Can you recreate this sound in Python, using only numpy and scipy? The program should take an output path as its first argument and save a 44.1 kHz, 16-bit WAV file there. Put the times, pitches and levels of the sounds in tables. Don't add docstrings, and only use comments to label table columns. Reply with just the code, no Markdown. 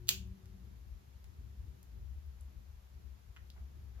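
import sys
import numpy as np
from scipy import signal
from scipy.fft import rfft, irfft, next_fast_len
from scipy.io import wavfile
from scipy.ndimage import uniform_filter1d, map_coordinates

SR = 44100
rng = np.random.default_rng(int(sys.argv[2]) if len(sys.argv) > 2 else 0)


def wrap_up_sound(samples):
    columns = np.atleast_2d(samples).T
    tamed = np.clip(columns, -1, 1)
    steps = np.round(tamed * 32767).astype(np.int16)
    wavfile.write(sys.argv[1], SR, steps)


N = 176400
TIME = np.arange(N) / SR
FFT_SIZE = next_fast_len(N + SR // 2)
FREQS = np.fft.rfftfreq(FFT_SIZE, 1 / SR)
SIDES = np.array([[.5], [-.5]])


def amp(db):
    return 10 ** (np.asarray(db) / 20)


def along(points, hz=FREQS):
    point_hz, values = np.transpose(points)
    return np.interp(np.log(hz + 1), np.log(point_hz + 1), values)


def filtered(x, response):
    return irfft(rfft(x, FFT_SIZE) * response, FFT_SIZE)[..., :N]


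def causal(db):
    cepstrum = irfft(np.log(amp(db)), FFT_SIZE)
    cepstrum[1:FFT_SIZE // 2] *= 2
    cepstrum[FFT_SIZE // 2 + 1:] = 0
    return np.exp(rfft(cepstrum))


def wobble(rate_hz):
    knots = rng.standard_normal(int(4 * rate_hz) + 4)
    return map_coordinates(knots, [TIME * rate_hz], mode="nearest")


def stereo_noise(colour, correlation):
    width = np.arccos(np.clip(along(correlation), -1, 1)) / 2
    response = amp(along(colour)) * [np.cos(width), np.sin(width)]
    mid, side = filtered(rng.standard_normal((2, N)), response)
    bed = np.array([mid + side, mid - side])
    return bed / np.sqrt(np.mean(bed ** 2) + 1e-20)


def crack(start_s, decay_s, colour_db):
    size = 2048
    fade = amp(-60 * np.arange(size) / SR / decay_s)
    burst = rng.standard_normal(size) * fade
    for _ in range(40):
        flat = irfft(np.exp(1j * np.angle(rfft(burst))))
        burst = flat * np.minimum(1, 10 * fade)
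    placed = np.pad(burst, (round(start_s * SR), 0))[:N]
    hit = filtered(placed, causal(colour_db))
    return hit / np.linalg.norm(hit)


# freq_hz, gain_db
HISS_COLOUR = [(250, -4), (450, 8), (800, 7), (1500, 3.5), (3000, 0), (6500, -3), (9500, -7.5), (12000, -4),
               (14500, -7.5), (15500, -25.5)]
# freq_hz, correlation
HISS_CORRELATION = [(400, 0), (1000, 0.064), (4000, 0.36), (9000, 0.031), (13000, .5)]


def hiss(level_db=-73):
    return amp(level_db) * stereo_noise(HISS_COLOUR, HISS_CORRELATION)


# freq_hz, gain_db
RUMBLE_COLOUR = [(22, -44), (32, -32.5), (42, -18.5), (50, -3), (60, -2.5), (68, 5.5), (78, -8.5),
                 (105, -14), (140, -18), (162, -25), (190, -20), (250, -30.5), (320, -32), (385, -30.5),
                 (500, -42), (800, -68.5)]
# freq_hz, correlation
RUMBLE_CORRELATION = [(50, 1), (100, 0.91), (200, 0.44), (400, 0.22)]
# freq_hz, left_minus_right_db
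RUMBLE_BALANCE = [(40, 5.5), (70, 4.5), (110, 3.5), (200, 0)]
# time_s, level_db
RUMBLE_SWELLS = [(0.0, -51.5), (0.11, -59), (0.19, -46), (0.33, -49), (0.37, -71), (0.48, -54), (0.83, -53),
                 (0.95, -45.5), (1.02, -69), (1.17, -52.5), (1.2, -57), (1.28, -52), (1.35, -63.5),
                 (1.39, -48.5), (1.57, -54), (1.61, -40), (1.66, -55), (1.69, -46), (1.74, -56.5),
                 (1.76, -67), (1.93, -50), (2.17, -44), (2.22, -53), (2.29, -45.5), (2.36, -54),
                 (2.48, -44), (2.52, -62.5), (2.58, -47.5), (2.64, -58.5), (2.7, -51), (2.91, -60),
                 (2.96, -49.5), (3.03, -62.5), (3.05, -48.5), (3.15, -51), (3.19, -67.5), (3.31, -50),
                 (3.34, -61), (3.4, -57), (3.42, -51.5), (3.54, -56.5), (3.62, -42.5), (3.69, -54.5),
                 (4.0, -47.5)]


def traffic_rumble(crossover_hz=94, deep_trim_db=-.5, upper_gain_db=-51, recede_db_per_s=1.08):
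    left_lag_s, steady_s, upper_swell_db = .00041, .061, 2
    pan = amp(along(RUMBLE_BALANCE) * SIDES)
    lag = np.exp(-2j * np.pi * FREQS * left_lag_s * SIDES)
    boom = filtered(stereo_noise(RUMBLE_COLOUR, RUMBLE_CORRELATION), pan * lag)
    deep = filtered(boom, 1 / (1 + (FREQS / crossover_hz) ** 8))
    power = uniform_filter1d(np.mean(deep ** 2, axis=0), size=int(steady_s * SR))
    steady = deep / np.sqrt(np.abs(power))
    deep_db = deep_trim_db + np.interp(TIME, *np.transpose(RUMBLE_SWELLS))
    upper_db = upper_gain_db - recede_db_per_s * TIME + upper_swell_db * wobble(7.03)
    return steady * amp(deep_db) + (boom - deep) * amp(upper_db)


# time_s, pitch_hz, level_db
ENGINE_LOW = [(0, 112.7, -53.5), (.15, 114.2, -55.5), (.24, 111, -55.5), (.31, 98.9, -50.5),
              (.365, 101.4, -73), (.42, 99.7, -58.5), (.53, 97.1, -59.5), (.8, 100.1, -82)]
ENGINE_MID = [(.04, 179.2, -79), (.11, 185.6, -58.5), (.29, 186.1, -55), (.43, 188.6, -71.5),
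              (.47, 189, -71.5), (.53, 192.1, -60), (.59, 187, -67), (.66, 192.8, -61), (.73, 190.7, -86)]
ENGINE_HIGH = [(0, 358.5, -67.5), (.14, 371.3, -62.5), (.2, 372, -74.5), (.3, 373, -72),
               (.38, 376.4, -78.5), (.46, 378.3, -75.5), (.58, 380, -82), (.7, 380, -94)]


def engine_drone(path, rough, waver_hz=3.5, waver_db=1.5, pan_left_db=4):
    time_s, pitch_hz, level_db = np.transpose(path)
    pitch = np.interp(TIME, time_s, pitch_hz) + waver_hz * wobble(21)
    phase = 2 * np.pi * np.cumsum(pitch) / SR
    level = np.interp(TIME, time_s, level_db) + waver_db * wobble(21)
    tone = np.sin(phase) * (1 + rough * wobble(70)) + np.cos(phase) * rough * wobble(70)
    return np.sqrt(2) * tone * amp(level + pan_left_db * SIDES)


# freq_hz, lag_rad
LEFT_PHASE_LAG = [(200, .1), (1200, .7), (3000, 1.76), (4500, 1.29), (7000, 2.48), (9000, 0.37),
                  (12000, 1.6), (15000, 2.5)]
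# delay_s, level_db, left_minus_right_db
REFLECTIONS = [(.0011, -17.5, 9.5), (.002, -16, 12), (.006, -14, 3), (0.016, -23, -6.5), (.022, -20, -5)]
# freq_hz, decay_s
ROOM_DECAY = [(300, 0.45), (1200, 0.2), (2100, 0.25), (2700, 0.29), (3500, 0.25), (4500, 0.23),
              (7000, 0.24), (15000, 0.18)]
# freq_hz, gain_db
REVERB_COLOUR = [(300, 7.5), (700, 12.5), (1200, 2.5), (2200, 4), (2700, -1), (3500, -1), (4500, -3),
                 (5450, 2.5), (6300, -1), (7200, 1), (10000, -7.5), (13000, 1.5), (15000, -5), (16500, -15)]


def bedroom(source, send_db=0, tail_db=-5.5, build_s=.005, scatter_db=-6.5, scatter_decay_s=.023):
    direct = np.exp(-1j * along(LEFT_PHASE_LAG) * SIDES)
    bounces = sum(amp(level_db + pan_db * SIDES) * np.exp(-2j * np.pi * FREQS * delay_s)
                  for delay_s, level_db, pan_db in REFLECTIONS)
    hz, frame_s, bands = signal.stft(rng.standard_normal((2, SR // 2)), SR, nperseg=256)
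    decay = amp(-60 * frame_s / along(ROOM_DECAY, hz)[:, None])
    tail = signal.istft(bands * decay, SR, nperseg=256)[1]
    t = np.arange(tail.shape[1]) / SR
    tail *= 1 - np.exp(-t / build_s)
    scatter = rng.standard_normal(tail.shape) * amp(-60 * t / scatter_decay_s) * (t > .0008)
    impulse = amp(tail_db) * tail / np.linalg.norm(tail[0])
    impulse += amp(scatter_db) * scatter / np.linalg.norm(scatter[0])
    reverb = rfft(impulse, FFT_SIZE) * amp(along(REVERB_COLOUR))
    return filtered(source, direct + amp(send_db) * (direct * bounces + reverb))


# time_s, level_db
SLEEVE_STROKES = [(3.5, -100), (3.6, -80), (3.66, -86), (3.78, -82), (3.91, -88), (4, -73)]
# freq_hz, gain_db
CLOTH_COLOUR = [(200, -5.5), (400, 2), (800, -0.5), (1700, -2.5), (3500, -17), (10000, -31.5)]


def sleeve(flutter_db=2.443):
    level_db = np.interp(TIME, *np.transpose(SLEEVE_STROKES)) + flutter_db * wobble(40)
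    return amp(level_db) * stereo_noise(CLOTH_COLOUR, correlation=[(1000, .75)])


# start_s, level_db
TAP_HITS = [(3.363, -36), (3.3684, -35.5), (3.375, -44.5)]
# freq_hz, gain_db
TAP_COLOUR = [(300, -36), (800, -17), (1100, -7.5), (1370, 1.5), (1600, -4), (1930, 2), (2300, -6),
              (3000, -2.5), (4000, -18), (7000, -22), (12000, -33)]


def taps(decay_s=.009):
    return sum(amp(level_db) * crack(start_s, decay_s, along(TAP_COLOUR))
               for start_s, level_db in TAP_HITS)


# start_s, level_db, centre_hz, width_octaves
FINGER_TICKS = [(.274, -51, 13500, .7), (.4575, -44.5, 5000, 1.7), (1.243, -41, 4940, 3.1),
                (1.830, -38, 11800, 1.08), (2.263, -49, 14070, 0.39), (2.410, -38, 9010, 0.31),
                (3.502, -37, 3940, 0.48), (3.503, -43, 12900, 1.2)]
# start_s, level_db, centre_hz, width_octaves
FINGER_BRUSHES = [(3.562, -46, 1048, 0.65), (3.574, -46, 1310, 0.89)]


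def fingers(touches, decay_s):
    track = np.zeros(N)
    for start_s, level_db, centre_hz, width_octaves in touches:
        detune = np.log2((FREQS + 1) / centre_hz) / width_octaves
        resonance_db = -40 * np.log10(1 + .5 * detune ** 2)
        track += amp(level_db) * crack(start_s, decay_s, resonance_db)
    return track


# start_s, level_db, decay_s
BAND_HITS = [(0.072, -36, 0.014), (0.078, -35, 0.024), (0.0843, -15.5, .008), (0.0865, -24.5, 0.0071),
             (0.0906, 2.5, .0019)]
# freq_hz, gain_db
BAND_COLOUR = [(200, -34.5), (700, -29.5), (1050, -21.5), (1500, -11.5), (2100, -16), (2600, -.5),
               (3400, 2), (4000, 1), (4700, 2.5), (5450, -8.5), (6300, .5), (7200, -2), (9000, -5.5),
               (10200, -10.5), (11600, -5), (13200, -3), (15100, 2.5), (16500, -1.5)]


def hair_band():
    return sum(amp(level_db) * crack(start_s, decay_s, along(BAND_COLOUR))
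               for start_s, level_db, decay_s in BAND_HITS)


def scene():
    touches = fingers(FINGER_TICKS, decay_s=.0036) + fingers(FINGER_BRUSHES, decay_s=.04)
    snap = bedroom(hair_band())
    hands = bedroom(taps(), send_db=-2) + bedroom(touches, send_db=-1) + sleeve()
    engine = engine_drone(ENGINE_LOW, rough=.3)
    engine += engine_drone(ENGINE_MID, rough=.27)
    engine += engine_drone(ENGINE_HIGH, rough=.08)
    return snap + hands + engine + traffic_rumble() + hiss()


# freq_hz, gain_db
MID_EQ = [(7300, 1), (8600, -16), (9600, -16), (10800, 1.5)]
SIDE_EQ = [(7000, 3), (8500, 8.5), (11300, 5.5), (13000, -17.5)]


def record(dry):
    cutoff_hz = 16500
    high_cut = 1 / (1 + (FREQS / cutoff_hz) ** 100)
    mid = filtered((dry[0] + dry[1]) / 2, high_cut * causal(along(MID_EQ)))
    side = filtered((dry[0] - dry[1]) / 2, high_cut * causal(along(SIDE_EQ)))
    return np.array([mid + side, mid - side])


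dry = scene()
out = record(dry)
wrap_up_sound(out)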